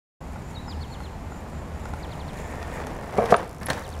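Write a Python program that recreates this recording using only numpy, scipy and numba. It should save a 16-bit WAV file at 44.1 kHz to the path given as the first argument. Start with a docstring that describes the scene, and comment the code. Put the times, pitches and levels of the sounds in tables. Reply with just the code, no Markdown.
"""A quiet street between gardens: a child's bicycle coasts up, freewheel ticking, and takes a small
wooden ramp. Each wheel thumps the board, the board slaps the road, and the bicycle lands with a
rattle of chain and frame. Behind it a songbird whistles and insects rasp over a bed of distant
traffic and low hum. House fronts scatter the sound."""
import sys
import numpy as np
from scipy import signal
from scipy.fft import rfft, irfft
from scipy.io import wavfile
from scipy.ndimage import uniform_filter1d
from numba import njit

SR = 44100
rng = np.random.default_rng(int(sys.argv[2]) if len(sys.argv) > 2 else 0)


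def inscribe(sig):
    """Save sig as 16-bit PCM at rate SR to the path in sys.argv[1].

    A 1-D sig is mono; a 2-D sig holds one channel per row.
    Samples are clipped to [-1, 1] before scaling.
    """
    pcm = np.round(np.clip(np.atleast_2d(sig).T, -1, 1) * 32767)
    wavfile.write(sys.argv[1], SR, pcm.astype(np.int16))


N = 176400
T = np.arange(N) / SR

# metallic tone of rattles and clicks (frequency [Hz], relative gain [dB])
METAL_EQ = [(300, 8.5), (1500, 13.5), (3000, 7), (5700, 4), (7500, 0), (11000, -3.5), (13000, -13),
            (16000, -37)]
# bright tone of pawl ticks and grit (frequency [Hz], relative gain [dB])
TICK_EQ = [(3500, -12), (5300, 6), (7500, 2), (10200, 3.5), (12000, -1), (14000, -6), (16000, -15)]


def undb(db):
    """Decibels to gain."""
    return 10 ** (np.asarray(db) / 20)


def unit(x):
    """Scale to rms 1."""
    return x / np.sqrt(np.mean(x ** 2))


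def curve(rows, column=1):
    """One column of a table, joined by straight lines in time."""
    rows = np.array(rows)
    return np.interp(T, rows[:, 0], rows[:, column])


def during(rows):
    """Gate, open between the first and last time of a table."""
    return (T > rows[0][0]) & (T < rows[-1][0])


def convolve(x, response):
    """Play x through an impulse response, cut to the scene's length."""
    return signal.oaconvolve(x, response)[:N]


def colour(x, eq, size=8192):
    """Minimum-phase EQ with the given (Hz, dB) shape and unit power gain."""
    hz, db = np.array(eq).T
    bins_hz = np.arange(size + 1) * SR / (2 * size)
    gain = unit(undb(np.interp(np.log(bins_hz + 1), np.log(hz), db)))
    cepstrum = irfft(np.log(gain))
    cepstrum[1:size] *= 2
    cepstrum[size + 1:] = 0
    return convolve(x, irfft(np.exp(rfft(cepstrum)))[:size])


def noise():
    """White noise."""
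    return rng.standard_normal(N)


def band(hz, width_hz):
    """Noise in one narrow resonance."""
    bins_hz = np.arange(N // 2 + 1) * SR / N
    return unit(irfft(rfft(noise()) / (1 + ((bins_hz - hz) / width_hz) ** 2), N))


def tone(hz):
    """Sine that follows a pitch curve."""
    return np.sin(2 * np.pi * np.cumsum(hz) / SR)


def wander(rate_hz):
    """Smooth random drift, spread near 1."""
    step = int(SR / rate_hz)
    return np.sqrt(2) * uniform_filter1d(np.repeat(noise()[:N // step + 1], step), step)[:N]


def bursts(rows):
    """Noise that jumps up and dies away for each (time [s], level [dB], decay [s])."""
    power, t = np.zeros(N), T[:SR // 4]
    for start, db, decay in rows:
        part = power[int(start * SR):][:len(t)]
        part += (undb(db) * np.exp(-t[:len(part)] / decay)) ** 2
    return noise() * np.sqrt(power)


def ringing(modes):
    """Response of a body to one tap; neighbouring modes swing opposite ways."""
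    t = T[:SR // 4]
    return sum((-1) ** k * undb(db) * np.sin(2 * np.pi * hz * t) * np.exp(-np.log(1000) * t / t60)
               for k, (hz, db, t60) in enumerate(modes))


def contact(start, soft_ms):
    """Force of one contact, of unit area; softer lasts longer and sounds duller."""
    age = np.maximum(T - start, 0) * 1000 / soft_ms
    force = age * np.exp(-np.minimum(age, 60))
    return force / force.sum()


def street(hum_hz=75.9):
    """Distant traffic rumble and a low wavering hum that swells and recedes."""
    # tone of the traffic bed (frequency [Hz], relative gain [dB])
    traffic_eq = [(25, -12), (48, 2.5), (81, -2), (160, -5.5), (235, -6), (320, -14), (450, -15.5),
                  (887, -14), (1210, -22), (3480, -37), (5750, -41), (7600, -43.5), (12200, -50),
                  (15700, -61)]
    # swell of the hum (time [s], level [dB])
    hum_swell = [(.2, -42.5), (2.0, -38), (4.0, -43)]
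    hum = band(hum_hz, width_hz=3.5) + undb(-10) * band(2 * hum_hz, width_hz=4.4)
    return undb(-36.5) * colour(noise(), traffic_eq) + hum * undb(curve(hum_swell))


def insects(rasp_hz=7130, rasp_s=0.048, whine_hz=11820):
    """Pulsing rasps over a faint chorus, and a thin steady whine."""
    # one insect's rasps (peak time [s], level [dB])
    rasps = [(.47, -62), (.7, -62), (.92, -63), (1.35, -62), (1.59, -64), (1.85, -64), (2.43, -61)]
    pulses = sum(undb(db) * np.exp(-((T - peak) / rasp_s) ** 2) for peak, db in rasps)
    whine = undb(-72.5) * tone(whine_hz + 2 * wander(20))
    return (undb(-69.5) + pulses) * band(rasp_hz, width_hz=200) + whine


def tyres(grit_per_s=420, whirr_peak_s=2.7, whirr_spread_s=0.36):
    """Tread rolls, hisses and crackles on asphalt, growing as it nears; the roll dips in the jump."""
    # rolling noise (time [s], level [dB])
    roll_level = [(.3, -59.5), (1.5, -46), (2.2, -41.5), (2.6, -40), (2.8, -34.5), (3.0, -39), (3.17, -34),
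                  (3.4, -26), (3.5, -42.5), (3.66, -59), (3.73, -31.5), (3.85, -41), (4.0, -42.5)]
    # body of the roll (frequency [Hz], relative gain [dB])
    roll_eq = [(60, 0), (250, -5), (480, 2), (800, -1), (1400, -9.5), (1900, -11.5), (3100, -23),
               (7000, -34), (11000, -40), (16000, -45)]
    # fine hiss of the tread (time [s], level [dB])
    hiss_level = [(1.5, -58.5), (2.3, -52.5), (2.75, -48.5), (3.0, -61), (3.5, -61)]
    # tone of the hiss (frequency [Hz], relative gain [dB])
    hiss_eq = [(900, -25), (1900, 2.5), (2500, -1.5), (3100, -14), (5800, -22), (6800, -8.5), (7800, -13.5),
               (9000, -17), (16000, -30)]
    # thin tones of the spinning wheels on the run-up (frequency [Hz], width [Hz], peak level [dB])
    wheel_tones = [(1820, 60, -49.5), (3460, 5.9, -65)]
    rough_road = unit(noise() * undb(2.53 * wander(400)))
    roll = colour(rough_road * undb(curve(roll_level)), roll_eq)
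    grains = unit(noise() * (rng.random(N) < grit_per_s / SR))
    approach = undb(curve(hiss_level) + 2 * wander(25.2))
    grit = undb(-9) * colour(grains * approach, TICK_EQ)
    whirr = sum(undb(db) * band(hz, width) for hz, width, db in wheel_tones)
    whirr *= np.exp(-((T - whirr_peak_s) / whirr_spread_s) ** 2)
    hiss = colour(noise() * approach, hiss_eq)
    return roll + grit + whirr + hiss


def knocks(click_decay_s=0.002):
    """Small hollow knocks, each with a sharp click on top."""
    # light hits (time [s], knock level [dB], click level [dB])
    hits = [(.359, -31, -58), (.681, -30.5, -54), (1.004, -31, -41), (1.321, -30.5, -69.5),
            (1.855, -27, -39), (1.937, -26, -37.5), (2.628, -29.5, -31), (2.869, -25.5, -29.5)]
    # hollow ring of a knock (frequency [Hz], relative level [dB], t60 [s])
    hollow_modes = [(842, -1, 0.025), (1407, -4.5, 0.03), (1500, -16, 0.033), (1970, -7, 0.0074)]
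    taps = np.zeros(N)
    for start, db, _ in hits:
        taps[int(start * SR)] = undb(db)
    clicks = bursts([(start, db, click_decay_s) for start, _, db in hits])
    return convolve(taps, ringing(hollow_modes)) + colour(clicks, METAL_EQ)


def bird(floor_hz=2470, bend=2.4, attack_s=0.011, fall_s=0.043):
    """A slurred whistle, then runs of pure notes that hold and swoop down."""
    # opening slur (time [s], pitch [Hz], level [dB])
    whistle = [(.54, 4400, -66), (.553, 4430, -46), (.566, 3820, -42), (.578, 3750, -41), (.598, 3980, -49),
               (.612, 4020, -61)]
    # notes (start of fall [s], hold before it [s], pitch at fall [Hz], rise in hold [Hz], level [dB])
    notes = [(.709, 0.037, 4720, -520, -41), (.825, 0.022, 4600, 400.5, -43.5),
             (.935, 0.023, 4390, 149.5, -45), (1.052, .022, 4150, 0, -47), (2.029, .0066, 4880, 0, -43),
             (2.115, 0.0061, 4600, -1, -44.5), (2.199, .006, 4620, -0.5, -44.5),
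             (2.284, .0093, 4410, -0.5, -46.5), (2.377, .006, 4450, 0.5, -50.5),
             (3.844, .0068, 4460, 0, -43), (3.928, .011, 4550, 0, -45.5)]
    song = during(whistle) * undb(curve(whistle, column=2)) * tone(curve(whistle))
    for fall_start, hold, top_hz, rise_hz, db in notes:
        age = T - fall_start + hold
        held = np.clip(age / hold, 0, 1)
        fallen = np.clip((T - fall_start) / fall_s, 0, 1)
        pitch = floor_hz + (top_hz - floor_hz) * np.exp(-bend * fallen) - rise_hz * (1 - held ** 2)
        envelope = np.clip(age / attack_s, 0, 1) * held ** 0.41 * (1 - fallen ** 1.1)
        song += undb(db) * envelope * tone(uniform_filter1d(pitch, size=200))
    return song


def freewheel(tick_decay_s=0.0013):
    """The pawl drops over each tooth with a bright tick."""
    # ticking of the coasting hub (time [s], rate [ticks/s], level [dB])
    coasting = [(1.7, 52, -54), (2.4, 65, -57), (2.75, 71, -54), (2.95, 61, -51.5), (3.1, 61, -46),
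                (3.22, 90, -43), (3.48, 58, -41), (3.6, 59, -44.5), (3.8, 67, -40), (4.0, 95, -43)]
    rate = curve(coasting) * (1 + 0.06 * wander(30))
    teeth_passed = np.cumsum(rate) / SR
    since_tick = (teeth_passed % 1) / rate
    level = undb(curve(coasting, column=2) + 2 * wander(50)) * during(coasting)
    return colour(noise() * np.exp(-since_tick / tick_decay_s) * level, TICK_EQ)


def ramp(rear_wheel_s=3.29, low_cut_hz=175):
    """Each wheel thumps the wood and rings its own mix of modes; the tread drums on it in between."""
    # blows on the board (time [s], relative level [dB], contact softness [ms])
    blows = [(3.1814, 3, 0.39), (3.1866, -0.2, 0.2), (3.1891, 2, 0.75), (3.2203, -11.5, 0.13),
             (3.237, -6, 0.4), (3.3025, -1.5, 0.63), (3.3233, 13, 0.38), (3.3249, 0, 0.25),
             (3.3411, -4.5, 0.014), (3.3481, -1.5, 0.21)]
    # wood modes (frequency [Hz], front-wheel weight [dB], rear-wheel weight [dB], t60 [s])
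    modes = [(92, -15, -41, .06), (221, -17.5, -19.5, 0.072), (398, -17, -8, 0.032), (466, 0.5, -3, 0.042),
             (573, -4.5, -6.5, 0.039), (650, -5.5, -8, 0.064), (671, -0.5, -6, 0.053), (716, 0, 2.1, 0.035),
             (944, -10.5, -6.5, 0.064), (1080, -9.5, -1.5, 0.03), (1204, -4.5, 0, 0.022),
             (1602, -12, 1, .03), (2296, -4.5, -6.5, 0.02)]
    # tread drumming across the board (time [s], level [dB])
    drum_level = [(3.14, -42), (3.2, -26.5), (3.235, -27), (3.28, -40), (3.32, -24), (3.35, -23),
                  (3.38, -39), (3.43, -34.5), (3.5, -46)]
    # a small board radiates little bass
    low_cut = signal.butter(2, low_cut_hz, "high", fs=SR, output="sos")
    front = signal.sosfilt(low_cut, ringing([(hz, db, t60) for hz, db, _, t60 in modes]))
    rear = signal.sosfilt(low_cut, ringing([(hz, db, t60) for hz, _, db, t60 in modes]))
    force = sum(undb(db) * contact(start, soft_ms) for start, db, soft_ms in blows)
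    thumps = convolve(force * (T < rear_wheel_s), front) + convolve(force * (T >= rear_wheel_s), rear)
    tread = convolve(noise(), contact(0, soft_ms=0.15)[:len(rear)])
    drumming = unit(convolve(tread, front + rear)) * undb(curve(drum_level)) * during(drum_level)
    return undb(-4) * thumps + drumming


def rattle():
    """Chain and frame chatter over the ramp and on landing."""
    # jolts (time [s], level [dB], decay [s])
    jolts = [(3.175, -33.5, 0.007), (3.257, -29, .003), (3.304, -31, 0.016), (3.308, -31, 0.015),
             (3.364, -29, .004), (3.631, -29, 0.0029), (3.667, -26.5, 0.0058), (3.7008, -19, 0.0053),
             (3.732, -27.5, 0.0045)]
    return colour(bursts(jolts), METAL_EQ)


def board_slap():
    """The board slaps down on the road with a hard midrange crack."""
    # wood hitting asphalt (time [s], level [dB], decay [s])
    slaps = [(3.3412, -6, 0.0038)]
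    # tone of the crack (frequency [Hz], relative gain [dB])
    slap_eq = [(300, -68), (900, -20), (1300, 10.5), (1650, 9.5), (1950, -15), (2400, -4), (3300, -13.5),
               (4200, -15), (5200, -29), (16000, -52)]
    return colour(bursts(slaps), slap_eq)


def squeaks():
    """Brief, thin squeaks of metal on metal."""
    # rubs (time [s], length [s], pitch [Hz], level [dB])
    rubs = [(3.363, 0.011, 9600, -34), (3.658, 0.0085, 10750, -26.5), (3.662, 0.0093, 10100, -34)]
    return sum(undb(db) * np.sin(np.pi * np.clip((T - start) / length, 0, 1)) * band(hz, width_hz=400)
               for start, length, hz, db in rubs)


def landing():
    """The tyres come down on the road with dull thuds."""
    # touchdowns (time [s], level [dB], decay [s])
    touchdowns = [(3.612, -31.5, 0.037), (3.685, -21, 0.019), (3.702, -18, 0.015), (3.777, -31.5, 0.034)]
    # weight of the thud (frequency [Hz], relative gain [dB])
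    thud_eq = [(40, -22), (150, 7), (350, -2.5), (720, 2.5), (1450, -3), (1780, -0.5), (2300, -13.5),
               (5000, -25.5), (16000, -32)]
    return colour(bursts(touchdowns), thud_eq)


def frame_clink(jolt_s=3.7008):
    """The hardest jolt, on landing, makes the frame ring briefly."""
    # ring of the frame (frequency [Hz], relative level [dB], t60 [s])
    modes = [(4250, -0.5, 0.046), (5830, -11, 0.035), (9000, -7, 0.041)]
    jolt = np.zeros(N)
    jolt[int(jolt_s * SR)] = undb(-23.5)
    return convolve(jolt, ringing(modes))


def echo(x, wet_db, t60, build_s):
    """Add scattered reflections from houses and trees, which build up and fade."""
    # bright tone of the tail (frequency [Hz], relative gain [dB])
    tail_eq = [(60, -38), (500, -13.5), (1500, -10.5), (4000, -4.5), (16000, -5)]
    envelope = np.clip(T / build_s, 0, 1) * np.exp(-np.log(1000) * T / t60)
    tail = unit(colour(noise() * envelope, tail_eq)) / np.sqrt(N)
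    return x + undb(wet_db) * convolve(x, tail)


@njit
def follow(x, attack_s, release_s):
    """Envelope follower with separate rise and fall times."""
    out, level = np.empty(len(x)), 1e-6
    for i in range(len(x)):
        level += (x[i] - level) / (SR * (attack_s if x[i] > level else release_s))
        out[i] = level
    return out


def scene():
    """The mono mix, heard from the kerb."""
    wood = echo(ramp() + board_slap(), wet_db=-12, t60=0.66, build_s=0.025)
    bicycle = echo(landing() + rattle() + freewheel() + knocks(), wet_db=-8.5, t60=0.6, build_s=0.0025)
    song = echo(bird(), wet_db=-10.5, t60=0.45, build_s=0.08)
    return (wood + bicycle + song + frame_clink() + squeaks() + tyres() + insects() + street())[None]


def record(dry, silence_s=0.2044, threshold_db=-18, ratio=6, high_cut_hz=15700):
    """Open after a beat of silence; a compressor ducks after the blows, peaks clip, the top is cut."""
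    x = dry[0] * np.clip((T - silence_s) / 0.008, 0, 1)
    level = follow(abs(x), attack_s=0.028, release_s=0.98)
    gain = np.minimum(1, undb(threshold_db) / level) ** (1 - 1 / ratio)
    high_cut = signal.ellip(10, 0.1, 90, high_cut_hz, fs=SR, output="sos")
    return signal.sosfilt(high_cut, np.clip(x * gain, -1, 1))[None]


dry = scene()
out = record(dry)
inscribe(out)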